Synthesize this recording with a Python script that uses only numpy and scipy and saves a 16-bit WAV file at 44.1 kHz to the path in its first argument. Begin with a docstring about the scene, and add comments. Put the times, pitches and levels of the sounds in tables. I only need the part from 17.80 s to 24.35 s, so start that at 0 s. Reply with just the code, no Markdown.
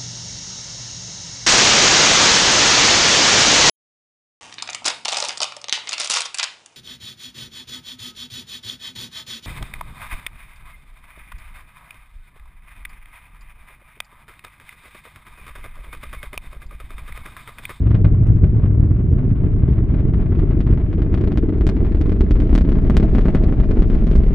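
"""Outdoors, kilometres from a rocket climbing into a clear sky.
Turbulence in the exhaust makes a deep, throbbing rumble. On the way, the steepest pressure crests
sharpen into shock fronts, which crackle more and more. Each front is followed by a fixed inverted echo
and by scatter from things nearby. Behind them lie a harsh rasp, a sizzling wash and two faint ticks."""
import sys
import numpy as np
from scipy import signal
from scipy.fft import rfft, irfft, next_fast_len
from scipy.io import wavfile
from scipy.ndimage import uniform_filter1d

SR = 44100
rng = np.random.default_rng(int(sys.argv[2]) if len(sys.argv) > 2 else 0)


def inscribe(sig):
    """Save sig as 16-bit PCM at rate SR to the path in sys.argv[1].

    A 1-D sig is mono; a 2-D sig holds one channel per row.
    Samples are clipped to [-1, 1] before scaling.
    """
    pcm = np.round(np.clip(np.atleast_2d(sig).T, -1, 1) * 32767)
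    wavfile.write(sys.argv[1], SR, pcm.astype(np.int16))


N = 288716

# shocks heard as single cracks, relative levels: start_s, jump_db, rise_s, crest_db
STRONG_SHOCKS = [(0.0648, -20.0, 9.2e-05, -4.0), (0.1088, -17.5, 9.2e-05, -4.0),
                 (0.1455, -14.0, 8.2e-05, -2.0), (0.2449, -13.0, 8.7e-05, -0.5),
                 (0.2632, -25.0, 8.2e-05, -3.0), (0.4676, -24.0, 0.0001, -10.0),
                 (0.4875, -26.0, 0.00014, -5.0), (0.5631, -27.0, 0.0001, -16.0),
                 (0.6364, -18.5, 8.5e-05, -2.5), (0.7441, -27.0, 0.00012, -9.0),
                 (0.8216, -24.0, 0.00011, -16.0), (0.8345, -24.5, 9.8e-05, -6),
                 (0.8575, -18.5, 0.00012, -12.0), (0.9059, -25.0, 0.00012, -4.0),
                 (0.9995, -28.0, 0.0001, -1), (1.0295, -27.5, 0.0001, -2), (1.1093, -23.5, 0.00011, -7.0),
                 (1.3285, -26.0, 0.00011, -3), (1.3863, -22.5, 0.0001, -16.0),
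                 (1.4264, -24.5, 0.00013, -10.0), (1.5054, -24.5, 0.00012, -14.0),
                 (1.6368, -23.0, 0.00011, -14.0), (1.6613, -23.5, 0.00013, -15.0),
                 (1.8359, -26.5, 0.00011, -4.0), (1.8979, -27.0, 8.2e-05, -11.0),
                 (1.9268, -26.5, 9.8e-05, -10.0), (1.9822, -22.5, 0.0001, -7.0),
                 (2.0859, -26.0, 0.00011, -16.0), (2.1405, -20.5, 9.2e-05, -3.0),
                 (2.1849, -25.0, 0.0001, -16.0), (2.2029, -23.5, 9.8e-05, -10.0),
                 (2.3376, -19.0, 9.2e-05, -6.0), (2.4106, -22.5, 0.0001, -16.0),
                 (2.4598, -22.5, 9.8e-05, -8.0), (2.5206, -21.5, 0.00012, -8.0),
                 (2.5512, -23.0, 8.7e-05, -8.0), (2.5915, -19.5, 8.2e-05, -4.0),
                 (2.6208, -22.5, 0.00012, -7.0), (2.6937, -25.0, 0.00012, -11.0),
                 (2.7099, -21.5, 9.2e-05, -14.0), (2.8054, -17.5, 6.5e-05, -5.0),
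                 (2.8676, -21.0, 7.7e-05, -4.0), (2.9085, -21.0, 8.7e-05, -5.5),
                 (2.9278, -19.0, 9.8e-05, -3.5), (2.9755, -19.5, 9.8e-05, -8.0),
                 (3.1298, -19.0, 8.7e-05, -14.0), (3.1812, -24.0, 0.00011, -9.0),
                 (3.22, -19.0, 6.9e-05, -4.0), (3.2653, -23.0, 0.00012, -10.0),
                 (3.3164, -24.0, 0.00014, -8.0), (3.3419, -13.0, 7.7e-05, -3.0),
                 (3.3767, -19.5, 7.3e-05, -7.0), (3.4117, -23.5, 5.1e-05, -6.0),
                 (3.4398, -18.0, 8.2e-05, -5.0), (3.4749, -18.0, 6.9e-05, -5.0),
                 (3.5197, -18.0, 7.3e-05, -5.0), (3.5581, -23.0, 0.00012, -8.0),
                 (3.5747, -13.5, 5.7e-05, -5.0), (3.6286, -24.5, 0.00011, -10.0),
                 (3.6934, -19.5, 9.8e-05, -10.0), (3.7254, -22.0, 0.00012, -8.0),
                 (3.8102, -17.5, 7.7e-05, -4.0), (3.8682, -14.0, 3.2e-05, -1.0),
                 (3.8911, -14.5, 4.3e-05, -7.0), (3.9676, -20.0, 8.7e-05, -7.0),
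                 (4.0056, -19.0, 0.00014, -9.0), (4.049, -21.5, 8.2e-05, -13.0),
                 (4.0672, -19.5, 0.0001, -9.0), (4.1211, -22.5, 8.2e-05, -11.0),
                 (4.1483, -20.0, 7.3e-05, -4.0), (4.2134, -19.0, 4.5e-05, -5.0),
                 (4.2598, -23.0, 6.9e-05, -7.0), (4.2954, -20.0, 6.5e-05, -4.0),
                 (4.3198, -18.0, 7.7e-05, -8.0), (4.4085, -15.0, 5.7e-05, 0.0),
                 (4.5098, -15.0, 5.1e-05, -2.0), (4.5573, -21.5, 8.2e-05, -8.0),
                 (4.6027, -17.5, 6.1e-05, -6.0), (4.62, -19.5, 8.2e-05, -8.0),
                 (4.6938, -18.5, 0.0001, -3.0), (4.7301, -16.0, 8.7e-05, -4.0),
                 (4.7525, -11.5, 3.8e-05, -1.0), (4.7788, -10.5, 5.7e-05, -3.0),
                 (4.8104, -17.5, 5.7e-05, -3.0), (4.8515, -25.0, 7.3e-05, -6.0),
                 (4.8903, -14.5, 0.0001, -3.0), (4.9205, -17.0, 6.9e-05, -6.0),
                 (4.9559, -20.5, 0.00014, -16.0), (4.9719, -19.5, 0.00014, -8.0),
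                 (4.9874, -16.0, 0.00014, -10.0), (5.0571, -26.0, 0.00014, -10.0),
                 (5.0992, -5.5, 0.00014, -2.0), (5.1689, -6.3, 4.6e-05, -1.0),
                 (5.1996, -16.5, 6.5e-05, -2.0), (5.2286, -14.0, 7.7e-05, -5.0), (5.3505, -9, 0.0001, -3.0),
                 (5.384, -9, 0.0001, -3.0), (5.411, -19.5, 5.7e-05, -10.0), (5.4563, -9.5, 0.00012, -4.0),
                 (5.4837, -8.5, 0.00012, -5.0), (5.5492, -5.0, 0.00012, 0.0),
                 (5.5675, -16.0, 9.2e-05, -8.0), (5.6171, -20.0, 0.00014, -16.0),
                 (5.6376, -18.5, 5.4e-05, -4.0), (5.6909, -20.5, 0.00011, -10.0),
                 (5.7251, -10.3, 0.00014, -5.0), (5.801, -18.0, 7.3e-05, -7.0),
                 (5.8445, -19.5, 0.00011, -11.0), (5.911, -15.5, 6.5e-05, -2.0),
                 (5.9719, -14.5, 0.00011, -3.0), (5.9926, -19.0, 8.2e-05, -5.0),
                 (6.022, -16.3, 6.1e-05, -3.0), (6.1004, -16.5, 7.5e-05, -6.0),
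                 (6.1309, -21.0, 7.3e-05, -5.0), (6.1483, -18.5, 7.7e-05, -11.0),
                 (6.2247, -21.5, 0.00014, -6.0), (6.2699, -20.0, 4.8e-05, -4.0),
                 (6.3142, -18.5, 5.1e-05, -3.0), (6.3548, -19.0, 3.4e-05, -3.0),
                 (6.436, -21.0, 6.9e-05, -10.0), (6.4659, -21.0, 0.0001, -7.0),
                 (6.5076, -22.0, 9.8e-05, -7.0)]
# relative strength of the small shocks: time_s, level_db
CRACKLE_LEVEL = [(0, -53), (.45, -52), (1.25, -53.3), (1.75, -50.8), (2.3, -49.3), (3.15, -49.8),
                 (3.7, -49.5), (4.45, -49), (4.9, -46.3), (5.4, -45.2), (5.75, -46.3), (6.05, -47.5),
                 (6.3, -46), (6.55, -46.5)]
COMB_ECHO_DELAY_S = .0072


def rumble(lumps):
    """Large eddies throb, smaller ones roar and flutter; returns (sub-bass plus boom, roar)."""
    levels = [(0, -17.5, -16.5, -28.5), (0.5, -16.5, -14.3, -28), (1.25, -20, -17, -27.5),
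              (1.75, -18.5, -17, -25.8), (2.3, -16.5, -18.5, -26.3), (2.8, -18, -18.7, -25.8),
              (3.15, -20, -19.3, -26), (3.65, -18, -21.5, -22.7), (4.1, -16.5, -22.5, -24.5),
              (4.55, -14, -21, -24.5), (5.3, -14.3, -19, -22.7), (6.1, -12.7, -21.3, -25.5),
              (6.55, -13, -21, -25.5)]   # slow course: time_s, sub_db, boom_db, roar_db
    eddy_bursts = [(0.26, 5), (0.5, 3), (0.65, 5), (1.02, 5), (1.34, 4), (1.52, 4), (1.64, 4), (2.14, 4),
                   (2.38, 4), (2.92, 5), (3.86, 4), (4.52, 4), (4.75, 4), (5.18, 5), (5.56, 5), (5.99, 5),
                   (6.38, 4)]   # single throbs: centre_s, swell_db
    deepening = [(0, .12), (2.5, .3), (4.5, .55), (6.55, .65)]   # sub-bass sinks with the climb: time_s, low_band_share
    boom_rise = [(0, .33), (3.2, .35), (3.7, .4), (4.25, .15), (4.8, .5), (5.2, .58), (5.8, .42),
                 (6.55, .42)]   # boom moves up as the crackle peaks: time_s, high_band_share
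    boom_focus = [(0, .2), (.4, .55), (1.1, .55), (1.9, .2), (2.6, 0), (6.55, 0)]   # one pitch while the rocket is low: time_s, narrow_band_share
    opening = [(0, .28), (1.3, .25), (2.5, .33), (3.2, .5), (4.2, .42), (5.2, .3), (6.55, .24)]   # plume turns towards the listener: time_s, high_band_share
    sub_db, boom_db, roar_db = in_time(levels)
    centre_s, peak_db = np.transpose(eddy_bursts)
    swell_db = bumps(centre_s, peak_db, half_widths_s=.021)
    upper_sub = turbulence(39, 72, side_db=-17, steady_s=.13)
    lower_sub = turbulence(16, 39, side_db=-18, steady_s=.13)
    sub = blend(upper_sub, lower_sub, deepening)
    boom = blend(turbulence(72, 125, side_db=-13.5), turbulence(125, 195, side_db=-13.5), boom_rise)
    boom = blend(boom, turbulence(101, 119, side_db=-15), boom_focus) * np.sqrt(lumps)
    roar = blend(turbulence(185, 300, side_db=-15), turbulence(300, 490, side_db=-17), opening) * lumps
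    deep = from_db(sub_db + swell_db) * sub + from_db(boom_db + swell_db) * boom
    return deep, from_db(roar_db + .6 * swell_db) * roar


def turbulence(low_hz, high_hz, side_db, steady_s=.07):
    """One range of eddy sizes in the plume: a noise band whose slow level is 1."""
    spectrum = [(8.2, -35), (14, -5), (43, 0), (107, -5), (229, -14), (312, -16), (444, -24), (526, -37),
                (560, -36), (730, -66), (1230, -120)]   # plume noise: frequency_hz, density_db
    points_hz, density_db = np.transpose(spectrum)
    size = next_fast_len(N, real=True)
    hz = np.maximum(np.fft.rfftfreq(size, 1 / SR), 1)
    colour = from_db(np.interp(np.log(hz), np.log(points_hz), density_db))
    band = 1 / np.sqrt((1 + (low_hz / hz) ** 16) * (1 + (hz / high_hz) ** 16))
    noise = irfft(rfft(stereo_noise(side_db), size) * colour * band, size)[:, :N]
    slow_power = uniform_filter1d(np.mean(noise ** 2, axis=0), int(steady_s * SR))
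    return noise / np.sqrt(slow_power + 1e-20)


def flutter(rate_hz, depth_db):
    """Quick lumps of loudness as single eddies burst; mean power 1."""
    wobble = rms_one(cut(rng.standard_normal(N), rate_hz, "low"))
    return rms_one(from_db(depth_db * wobble))


def pressure_crests(trim_db=-1.2, lag_s=.0007, lull_s=.004):
    """Under each strong shock: a lull, the crest, a hump from a near reflection, then a trough."""
    # the wave lengthens and sharpens with the climb: time_s, hump_s, trough_s, half_width_s, trough_db
    wave_shape = [(0, .0018, .0056, .0015, -1.5), (2.6, .0022, .006, .0013, -6),
                  (3.6, .003, .0095, .00125, -8), (4.5, .0036, .0115, .001, -5.5),
                  (5.1, .0052, .0133, .00095, -5), (6, .0056, .014, .0008, -6),
                  (6.5, .0058, .0145, .00085, -7)]
    start_s, _, _, crest_db = np.transpose(STRONG_SHOCKS)
    height = from_db(crest_db + trim_db)
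    onsets = (start_s * SR).astype(int)
    hump_s, trough_s, half_width_s, trough_db = (curve[onsets] for curve in in_time(wave_shape))
    lull = bumps(start_s - lull_s, height * from_db(-15), lull_s)
    crest = bumps(start_s + lag_s, height, half_width_s)
    hump = bumps(start_s + hump_s, height * from_db(-4.5), 1.3 * half_width_s)
    trough = bumps(start_s + trough_s, height * from_db(trough_db), .27 * trough_s)
    return cut(crest - lull + hump - trough, 14, "high", order=1)


def exhaust(lumps, takeover_rms=.24):
    """Each high crest is one wave of the rumble itself: it displaces the deep noise around it."""
    crests = pressure_crests()
    crest_power = uniform_filter1d(crests ** 2, SR // 40)
    deep, roar = rumble(lumps)
    return crests + roar + deep / np.sqrt(1 + crest_power / takeover_rms ** 2)


def strong_shocks(paths=5):
    """Fronts from different parts of the plume scatter along different paths."""
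    return sum(surroundings(cracks(STRONG_SHOCKS[k::paths])) for k in range(paths))


def cracks(shocks, typical_rise_s=7e-5, steep_rise_s=1.2e-5):
    """Thin shock fronts: the shorter the rise, the brighter the crack."""
    steepening = [(0, -7), (1.5, -9), (2.3, -8), (3.2, -1), (3.7, 0), (5.3, 0), (6, -5), (6.55, -3)]   # fronts sharpen with the climb: time_s, steep_gain_db
    start_s, jump_db, rise_s, _ = np.transpose(shocks)
    jumps = fronts(start_s, from_db(jump_db), rise_s, relax_s=.003)
    # the highest fronts steepen most: part of their jump is almost instant
    climb_db = in_time(steepening)[0][(start_s * SR).astype(int)]
    steep_db = jump_db - 29 + 1.1 * (jump_db + 20) + climb_db
    steep_height = from_db(steep_db) * typical_rise_s / rise_s
    steep_parts = fronts(start_s, steep_height, steep_rise_s, relax_s=.003)
    return cut(jumps + steep_parts, 640, "high", order=1)


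def fronts(starts_s, heights, rises_s, relax_s, swing_hz=40):
    """Pressure jumps in an S-shaped step, then sinks through a trough back to rest."""
    out, lead = np.zeros(N + SR), int(.004 * SR)
    t = (np.arange(SR // 25) - lead + .5) / SR
    after_s = np.maximum(t, 0)
    fall = np.exp(-after_s / relax_s) * np.cos(2 * np.pi * swing_hz * after_s)
    fall *= np.minimum(1, 2 * (1 - t / t[-1])) ** 2
    for start_s, height, rise_s in np.broadcast(starts_s, heights, rises_s):
        start = int(start_s * SR)
        out[start:start + len(t)] += height * fall * (1 + np.tanh(t / rise_s)) / 2
    return out[lead:lead + N]


def small_shocks(paths=3):
    """Weak fronts from several parts of the plume, each stream with its own scatter."""
    streams = (surroundings(cut(shock_stream(), 250, "high", order=1)) for _ in range(paths))
    return sum(streams) / np.sqrt(paths)


def shock_stream(rate_per_s=60, spread_db=4.5, trim_db=-3):
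    """Dense random weak fronts, steeper when they are large or the crackle is strong."""
    level_db, = in_time(CRACKLE_LEVEL)
    waits, sizes = -np.log(1 - rng.random((4000, 2)).T)   # exponential draws
    start_s = np.cumsum(waits) / rate_per_s
    inside = start_s < N / SR
    start_s, sizes = start_s[inside], np.minimum(sizes[inside], 2.2)
    vigour_db = level_db[(start_s * SR).astype(int)]
    base_rise_s = 1.05e-4 - 4.5e-6 * (vigour_db - np.median(vigour_db))
    rise_s = np.clip(base_rise_s * from_db(-1.2 * (sizes - 2)), 4e-5, 4e-4)
    stream = fronts(start_s, from_db(spread_db * sizes), rise_s, relax_s=.002)
    mid_power = uniform_filter1d(cut(stream, [700, 3000], "band") ** 2, SR // 5)
    return from_db(level_db + trim_db) * stream / np.sqrt(mid_power + 1e-12)


def sputter(mean_per_s=170, spread_db=3):
    """Tiny steep fronts come in clumps and tear the treble between the cracks."""
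    levels = [(0, -90), (.55, -84), (.9, -98), (3, -94), (4.2, -86), (4.9, -77.5), (5.4, -75.5), (5.8, -79),
              (6.3, -75), (6.55, -77)]   # fine sputter: time_s, level_db
    rate_per_s = mean_per_s * flutter(rate_hz=14, depth_db=2.8) ** 2
    hits = rng.random(N) < rate_per_s / SR
    heights = from_db(spread_db * np.minimum(rng.exponential(1, N), 2.5))
    clicks = cut(cut(hits * heights, 3000, "high"), 4500, "low")
    return from_db(in_time(levels)[0]) * rms_one(clicks)


def rasp(band_hz=(520, 760)):
    """The roar's harsh upper edge, swelling when the crackle is strongest."""
    levels = [(0, -56), (2.7, -55), (3.5, -62), (4.3, -62), (4.8, -51), (5.3, -42.5), (5.7, -44),
              (6.1, -49), (6.55, -49)]   # harsh edge: time_s, level_db
    noise = with_comb_echo(cut(stereo_noise(side_db=-6), band_hz, "band"))
    return from_db(in_time(levels)[0]) * rms_one(noise)


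def far_wash(trim_db=-6, air_db=-95.5):
    """Crackle scattered over the land merges into a wash, with clumps of sizzle and faint air hiss."""
    sizzle_levels = [(0, -75), (.7, -83), (1.25, -91), (1.8, -82), (3.3, -76), (4.25, -69), (5.25, -66),
                     (5.75, -67.5), (6.55, -65.5)]   # treble between the cracks: time_s, level_db
    wash = cut(stereo_noise(side_db=-12), 520, "high")
    wash = cut(cut(wash, 500, "low", order=1), 3100, "low", order=5)
    wash = from_db(in_time(CRACKLE_LEVEL)[0] + trim_db) * rms_one(with_comb_echo(wash))
    sizzle = cut(cut(stereo_noise(side_db=-3), 3000, "high"), 4000, "low", order=3)
    sizzle *= flutter(rate_hz=45, depth_db=3)
    air = cut(stereo_noise(side_db=-3), 8000, "low", order=1)
    return wash + from_db(in_time(sizzle_levels)[0]) * rms_one(sizzle) + from_db(air_db) * rms_one(air)


def ticks(trim_db=-1, t60_s=.015):
    """Tiny bright clicks close by."""
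    clicks = [(0.4713, -50), (0.5721, -56)]   # noise bursts: start_s, level_db
    out, t = np.zeros(N), np.arange(SR // 50) / SR
    for start_s, level_db in clicks:
        start = int(start_s * SR)
        envelope = from_db(level_db + trim_db - 60 * t / t60_s)
        out[start:start + len(t)] += envelope * rng.standard_normal(len(t))
    return cut(out, [4500, 11500], "band")


def surroundings(x, scatter_s=.004, scatter_width_s=.0045, tail_t60_s=.085):
    """The direct wave and its comb echo, ragged scatter from things nearby, and a short tail."""
    # sound from the low rocket grazes the land, so scatter takes over: time_s, direct_db, near_db, late_db
    grazing = [(0, -4.5, 4.5, 8), (1.5, -3, 3.5, 7), (2.7, -.5, 1.5, 5.5), (3.5, 1, -.8, 2),
               (4.3, 1, -1.2, .5), (5.2, -.2, -2, -1.5), (5.7, -1, 0, 1.5), (6.55, -2, 0, 2.5)]
    direct, near, late = (x * from_db(level_db) for level_db in in_time(grazing))
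    t = np.arange(SR // 6) / SR
    cluster = np.exp(-((t - scatter_s) / scatter_width_s) ** 2)
    decay = from_db(-60 * t / tail_t60_s) * (t > COMB_ECHO_DELAY_S)
    scatter = from_db([[-4.8], [-7]]) * echo_cloud(cluster, [470, 8500], side_db=-6)
    tail = from_db(-13.3) * echo_cloud(decay, [450, 5500], side_db=-6)
    return with_comb_echo(direct) + convolve(near, scatter) + convolve(late, tail)


def with_comb_echo(x, echo_db=(-5, -10)):
    """The direct wave plus a fixed inverted echo after 7.2 ms, which combs the spectrum."""
    t = np.arange(SR // 50) / SR
    impulse = 1.0 * (np.arange(len(t)) == round(COMB_ECHO_DELAY_S * SR))
    echo = -cut(impulse, [240, 5500], "band", order=1)
    # the echo's treble is smeared
    smear = echo_cloud(np.exp(-((t - COMB_ECHO_DELAY_S) / .0007) ** 2), [3500, 14000], side_db=-1)
    response = from_db(echo_db)[:, None] * (echo + from_db(.5) * smear)
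    response[:, :2] += np.eye(2)   # direct wave, one sample sooner on the left
    return convolve(x, response)


def echo_cloud(envelope, band_hz, side_db):
    """Many small echoes under an envelope; energy 1 a side."""
    cloud = cut(stereo_noise(side_db, size=len(envelope)) * envelope, band_hz, "band")
    return cloud / np.linalg.norm(cloud, axis=1, keepdims=True)


def local_colour(x):
    """The listening spot adds resonant peaks and dips, different on each side."""
    resonances = [(520, 60, -2, -2), (608, 140, 7.6, 2.6), (920, 300, -3.4, -1.8), (2050, 600, 1.7, 2.2),
                  (4800, 1200, 2.0, -2.8)]   # peaks and dips: centre_hz, width_hz, left_db, right_db
    for centre_hz, width_hz, *gains_db in resonances:
        b, a = signal.iirpeak(centre_hz, centre_hz / width_hz, fs=SR)
        x = x + (from_db(gains_db)[:, None] - 1) * signal.lfilter(b, a, x)
    return x


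def stereo_noise(side_db, size=N):
    """White noise, mostly common to both ears."""
    mid, side = rng.standard_normal((2, size))
    return mid + from_db(side_db) * side * np.array([[1], [-1]])


def bumps(centres_s, heights, half_widths_s):
    """A sum of bell-shaped bumps."""
    out = np.zeros(N)
    for centre_s, height, half_s in np.broadcast(centres_s, heights, half_widths_s):
        first, end = int((centre_s - 4 * half_s) * SR), int((centre_s + 4 * half_s) * SR)
        span = np.arange(max(first, 0), min(end, N))
        out[span] += height * np.exp(-((span / SR - centre_s) / half_s) ** 2)
    return out


def blend(first, second, share_rows):
    """Cross-fade two unrelated noises; the rows give the second's share of the power."""
    share = np.clip(in_time(share_rows)[0], 0, 1)
    return np.sqrt(1 - share) * first + np.sqrt(share) * second


def in_time(rows):
    """Each column of a curve table at every sample."""
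    time_s, *columns = np.transpose(rows)
    return [np.interp(np.arange(N) / SR, time_s, column) for column in columns]


def convolve(x, response):
    """Pass a signal through a stereo impulse response."""
    return signal.oaconvolve(np.atleast_2d(x), response, axes=1)[:, :N]


def cut(x, hz, kind, order=2):
    """Causal low-, high- or band-pass."""
    return signal.sosfilt(signal.butter(order, hz, kind, fs=SR, output="sos"), x + 1e-18)


def rms_one(x):
    """Scale to an rms of 1."""
    return x / np.sqrt(np.mean(x ** 2) + 1e-20)


def from_db(db):
    """Decibels to gain."""
    return 10 ** (np.asarray(db) / 20)


def scene():
    """Rumble and crackle, a little to the left."""
    lumps = flutter(rate_hz=40, depth_db=2.8)   # shared by rumble, rasp and wash
    crackle = strong_shocks() + rasp() * lumps + small_shocks() + surroundings(sputter())
    crackle += far_wash() * np.sqrt(lumps) * flutter(rate_hz=25, depth_db=2.2)
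    return (local_colour(crackle) + exhaust(lumps) + ticks()) * from_db([[.1], [-.4]])


def record(dry):
    """A 4 ms fade-in, crests rounded off at full scale, and a cut above 17 kHz."""
    faded = dry * np.minimum(np.arange(N) / (.004 * SR), 1)
    rounded = faded / (1 + faded ** 8) ** (1 / 8)
    return signal.sosfilt(signal.cheby2(12, 70, 17000, fs=SR, output="sos"), rounded)


dry = scene()
out = record(dry)
inscribe(out)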